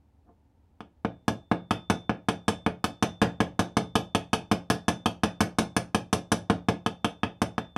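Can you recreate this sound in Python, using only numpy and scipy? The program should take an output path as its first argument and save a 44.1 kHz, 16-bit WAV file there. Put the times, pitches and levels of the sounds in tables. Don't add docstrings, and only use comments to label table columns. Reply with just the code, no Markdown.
import sys
import numpy as np
from scipy import signal
from scipy.fft import rfft, irfft
from scipy.io import wavfile
from scipy.ndimage import uniform_filter1d, minimum_filter1d

SR = 44100
rng = np.random.default_rng(int(sys.argv[2]) if len(sys.argv) > 2 else 0)


def wav_out(sig):
    wavfile.write(sys.argv[1], SR, np.round(np.clip(np.atleast_2d(sig).T, -1, 1) * 32767).astype(np.int16))


N = 343045
TIME = np.arange(N) / SR
SIZE = 16384
AGE, FREQ = np.arange(SIZE) / SR, np.fft.rfftfreq(SIZE, 1 / SR)


def undb(db):
    return 10 ** (np.asarray(db) / 20)


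def curve(freq, points_hz, values):
    return np.interp(np.log(freq + 1), np.log(points_hz), values)


def decay(t60):
    return np.exp(-np.log(1000) * AGE / t60)


def delay(ms):
    return np.exp(-2j * np.pi * FREQ * ms / 1000)


def rings(modes):
    return np.array([undb(db) * np.cos(2 * np.pi * hz * AGE) * decay(t60) for hz, db, t60 in modes])


def diffuse(bands, count):
    bursts, centres = 0, [band[0] for band in bands]
    low_cut = FREQ ** 4 / (FREQ ** 4 + (0.89 * centres[0]) ** 4)
    for (_, db, t60), pick in zip(bands, np.eye(len(bands))):
        share = curve(FREQ, centres, pick) * low_cut
        noise = rfft(rng.standard_normal((count, SIZE)))
        burst = irfft(noise * np.sqrt(share)) * decay(t60)
        energy = np.sum(burst ** 2, axis=1, keepdims=True)
        bursts = bursts + undb(db) * burst * np.sqrt(share.mean() / energy)
    return rfft(bursts)


def varied(bands, count, common):
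    bursts = diffuse(bands, count + 1)
    return np.sqrt(common) * bursts[0] + np.sqrt(1 - common) * bursts[1:]


def causal(db):
    cepstrum = irfft(np.log(undb(db)))
    fold = np.concatenate([[1], np.full(SIZE // 2 - 1, 2), [1], np.zeros(SIZE // 2 - 1)])
    return np.exp(rfft(cepstrum * fold))


def add(track, sound, start_s):
    first = int(round(start_s * SR))
    track[first:first + len(sound)] += sound[:max(N - first, 0)]


# (frequency [Hz], relative spectral density [dB])
AIR_SPECTRUM = [(20, -24), (45, -11), (70, 0), (110, -10), (160, -18), (270, -13), (340, -22), (680, -28),
                (890, -23), (1050, -35), (1900, -41), (6000, -51), (16000, -57)]

def background(air_db=-63, hum_hz=77, hum_db=-67.5):
    colour = undb(curve(np.fft.rfftfreq(N, 1 / SR), *np.transpose(AIR_SPECTRUM)))
    air = irfft(rfft(rng.standard_normal(N)) * colour, N)
    hum = np.sqrt(2) * np.sin(2 * np.pi * hum_hz * TIME)
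    return undb(air_db) * air / air.std() + undb(hum_db) * hum


def scuff(bench_response, peak_s=0.291, half_width_s=0.025, gain_db=-62.5, cutoff_hz=600):
    rub = rng.standard_normal(N) * np.exp(-((TIME - peak_s) / half_width_s) ** 2)
    rub = signal.sosfilt(signal.butter(2, cutoff_hz, fs=SR, output="sos"), rub)
    room = 1 + diffuse(REVERBERATION, count=1)[0]
    return undb(gain_db) * signal.fftconvolve(rub, irfft(bench_response * room))[:N]


# (frequency [Hz], level [dB], decay time T60 [s])
BENCH_MODES = [(58.6, -60, 0.56), (103.1, -31, 0.11), (126, -17, 0.094), (175.3, -32.5, 0.34),
               (205.8, -16, 0.063), (287, -22, 0.06), (338.1, -33.5, 0.26), (432.7, -29.5, 0.13),
               (526, -42.5, 0.25), (556.4, -36, 0.21), (649.5, -35.5, 0.23), (695.2, -24.5, 0.1),
               (756, -21.5, 0.031), (821.3, -32.5, 0.14), (883.4, -26, 0.1), (1056.5, -20.5, 0.053),
               (1140, -37.5, 0.085), (1233, -40, 0.094), (1277, -50, 0.026), (1343, -27.5, 0.039),
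               (1580, -41, 0.038), (1656, -24, 0.025), (1645, -65, 0.071)]
# (delay [ms], amplitude [re direct sound])
REFLECTIONS = [(4.07, 0.37), (10.89, 0.13)]

def bench(dispersion_ms=0.48, lowest_hz=50, highest_hz=1850):
    bending = np.exp(-4j * np.pi * dispersion_ms * np.sqrt(FREQ / 1000))
    echoes = 1 + sum(share * delay(ms) for ms, share in REFLECTIONS)
    radiation = (1j * FREQ / (1j * FREQ + lowest_hz)) ** 2
    cushion = signal.butter(6, highest_hz, fs=SR, output="sos")
    vibration = signal.sosfilt(cushion, rings(BENCH_MODES).sum(axis=0))
    return -rfft(vibration) * bending * echoes * radiation


# (frequency [Hz], level re direct sound [dB], decay time T60 [s])
REVERBERATION = [(58.4, 0, 0.31), (165, -16, 0.35), (370, -4.5, 0.2), (666, -10, 0.19), (1110, -17, 0.25),
                 (2380, -8.5, 0.2), (5700, -10.5, 0.21), (9100, -12.5, 0.17), (14000, -12, .12)]

def workshop(count):
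    return 1 + varied(REVERBERATION, count, common=0.33) * delay(ms=7)


# (frequency [Hz], level [dB], decay time T60 [s])
CRACK_BANDS = [(353, 2.5, 0.09), (610, 14.5, 0.26), (970, -2, 0.017), (1660, 12, 0.037), (1764, -32, 0.02),
               (2233, 12, 0.049), (3480, 12, 0.055), (3994, 0, 0.057), (5220, 1.5, 0.054),
               (6860, -15, 0.11), (8700, -5.5, 0.051), (10020, -14, .04), (13000, -17, 0.04),
               (15500, -59, .04)]
# (frequency [Hz], level [dB], decay time T60 [s])
CLICK_BANDS = [(2570, 14, 0.0075), (3310, -0.5, 0.011), (4070, -13.5, 0.0047), (12100, -34.5, 0.0087)]

def clack(count, width_db=-9, wide_above_hz=4500):
    mid = varied(CRACK_BANDS, count, common=0.62) + varied(CLICK_BANDS, count, common=0.1)
    side = diffuse(CRACK_BANDS, count) * undb(width_db) / (1 + (wide_above_hz / (FREQ + 1)) ** 8)
    return mid, side


# (frequency [Hz], level [dB], decay time T60 [s])
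STEEL_MODES = [(2292, -40, .08), (2505, -41, .06), (2640, -42, .05), (2788, -41, .05), (3103, -39, .05),
               (3230, -40, .05), (3421, -39, .055), (4583, -51, .04), (5330, -54, .12), (5560, -48, .045),
               (5964, -48, .055), (6230, -53, .07), (8260, -50, .06), (8790, -40, .055), (9250, -47, .06),
               (9375, -45, .06), (9570, -46, .07), (10040, -44, .06), (10365, -53, .13), (11060, -52, .11),
               (11585, -52, .07), (12420, -52, .08), (14915, -58, .09)]

def steel(scatter_db=4.5):
    strengths = undb(scatter_db * rng.standard_normal(len(STEEL_MODES)))
    signs = rng.choice([-1, 1], len(STEEL_MODES))
    return rfft((strengths * signs) @ rings(STEEL_MODES))


# (frequency [Hz], gain [dB])
HARD_COLOUR = [(30, -10), (110, 0), (280, 0.96), (450, -1), (700, 0.5), (1100, 0.37), (1650, 3),
               (1950, -5.5), (2400, -4.5), (3100, -6), (6000, 8.5), (12400, 5.5), (13200, 1)]
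# (frequency [Hz], gain [dB])
SOFT_COLOUR = [(500, 0), (1300, -5), (2400, -3), (6000, -25), (10000, -28)]
# (frequency [Hz], width [Hz], gain when fully loose [dB])
CLANK_BANDS = [(895, 270, 4), (1264, 130, 8), (2560, 165, 7.5), (3220, 520, 12.5), (4540, 200, 9.5),
               (9100, 5500, 2)]

def blow_colour(softness, looseness):
    hard = curve(FREQ, *np.transpose(HARD_COLOUR))
    loss = curve(FREQ, *np.transpose(SOFT_COLOUR))
    clank = sum(db * np.exp(-2 * ((FREQ - hz) / width) ** 2) for hz, width, db in CLANK_BANDS)
    return hard + softness * loss + looseness * clank


# (time [s], strength [dB], contact softness [0-1], part looseness [0-1], ping gain [dB])
BLOWS = [(0.8052, -21, 0.69, 0.7, -30), (1.0477, -4, 1, 0.0, -7), (1.2801, -0.5, 0.29, 0.0, 1),
         (1.514, 2, 0.9, 0.06, 1.5), (1.7082, -2, 0.42, 0.8, 10), (1.899, 1.5, 0.33, 0.12, 11),
         (2.094, -1.5, 0.83, 0.0, -8), (2.2852, -1.0, 0.28, 0.66, 4.5), (2.4803, 0.5, 0.14, 0.36, 9.5),
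         (2.6629, -1, 0.71, 0.36, -7.5), (2.8415, -4, 0.12, 0.7, 5.5), (3.0246, 1.5, 0.18, 0.1, 10),
         (3.2161, 6, 0.4, 0, 6), (3.403, 2.2, 0.41, 0.0, -6), (3.5921, 1.5, 0.2, 0.18, 2),
         (3.768, 2, 0.27, 0, 7.5), (3.9536, 0.5, 0.2, 0.92, 8), (4.1481, -0.1, 0.22, 0.7, 0),
         (4.3309, 0.0, 0.16, 0.85, 3), (4.5137, 3, 0.26, 0.05, -1), (4.7003, 1.5, 0.14, 0.15, 4),
         (4.8812, 1.2, 0.07, 0, 8.5), (5.058, -1.5, 0.29, 1.0, -16), (5.234, 0.9, 0.26, 0.35, 5.5),
         (5.4053, 3.0, 0.1, 0.04, -9), (5.585, 2.4, 0.06, 0.0, 4), (5.7648, -0.5, 0.07, 0.04, -16),
         (5.9456, -1.3, 0.16, 0.53, -7), (6.128, 1.5, 0.03, 0, 1), (6.3175, 2.0, 0.01, 0.05, -1.5),
         (6.4981, 2.9, 0.59, 0.2, -4), (6.685, 2.5, 0.4, 0.0, -2), (6.862, -4.5, 0.32, 0.82, 1.5),
         (7.0445, -3, 0.29, 0.83, 3.5), (7.2323, -4, 0.6, 0.93, -0.5), (7.417, -0.5, 0.23, 0, 0),
         (7.58, -6.5, 0.52, 0.3, 5), (7.7628, -9, 0.63, 0.54, 0)]

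def taps(thump):
    mid, side = np.zeros(N), np.zeros(N)
    clacks, side_clacks = clack(len(BLOWS))
    rooms = workshop(len(BLOWS))
    lag = delay(ms=0.7)
    fade_out = np.clip(10 * (1 - AGE / AGE[-1]) - 1, 0, 1)
    for i, (start, strength_db, softness, looseness, _) in enumerate(BLOWS):
        metal = (steel() + clacks[i]) * lag
        path = rooms[i] * causal(strength_db + blow_colour(softness, looseness))
        add(mid, irfft((thump + metal) * path) * fade_out, start)
        add(side, irfft(side_clacks[i] * lag * path) * fade_out, start)
    return np.array([mid + side, mid - side])


def hammer_ping(mode_hz=3547, base_db=-53, t60_s=0.56):
    track = np.zeros(N)
    note = np.sin(2 * np.pi * mode_hz * AGE) * decay(t60_s)
    gaps = np.diff([blow[0] for blow in BLOWS] + [np.inf])
    for (start, *_, ping_db), gap in zip(BLOWS, gaps):
        add(track, undb(base_db + ping_db) * note * (AGE < gap), start)
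    return track


def scene():
    thump = bench()
    return taps(thump) + hammer_ping() + scuff(thump) + background()


def record(dry, ceiling=0.32, window_samples=65, cutoff_hz=15700):
    allowed = ceiling / np.maximum(abs(dry).max(axis=0), ceiling)
    gain = uniform_filter1d(minimum_filter1d(allowed, window_samples), window_samples)
    low_pass = signal.ellip(8, 0.2, 80, cutoff_hz, fs=SR, output="sos")
    return signal.sosfilt(low_pass, dry * gain)


dry = scene()
out = record(dry)
wav_out(out)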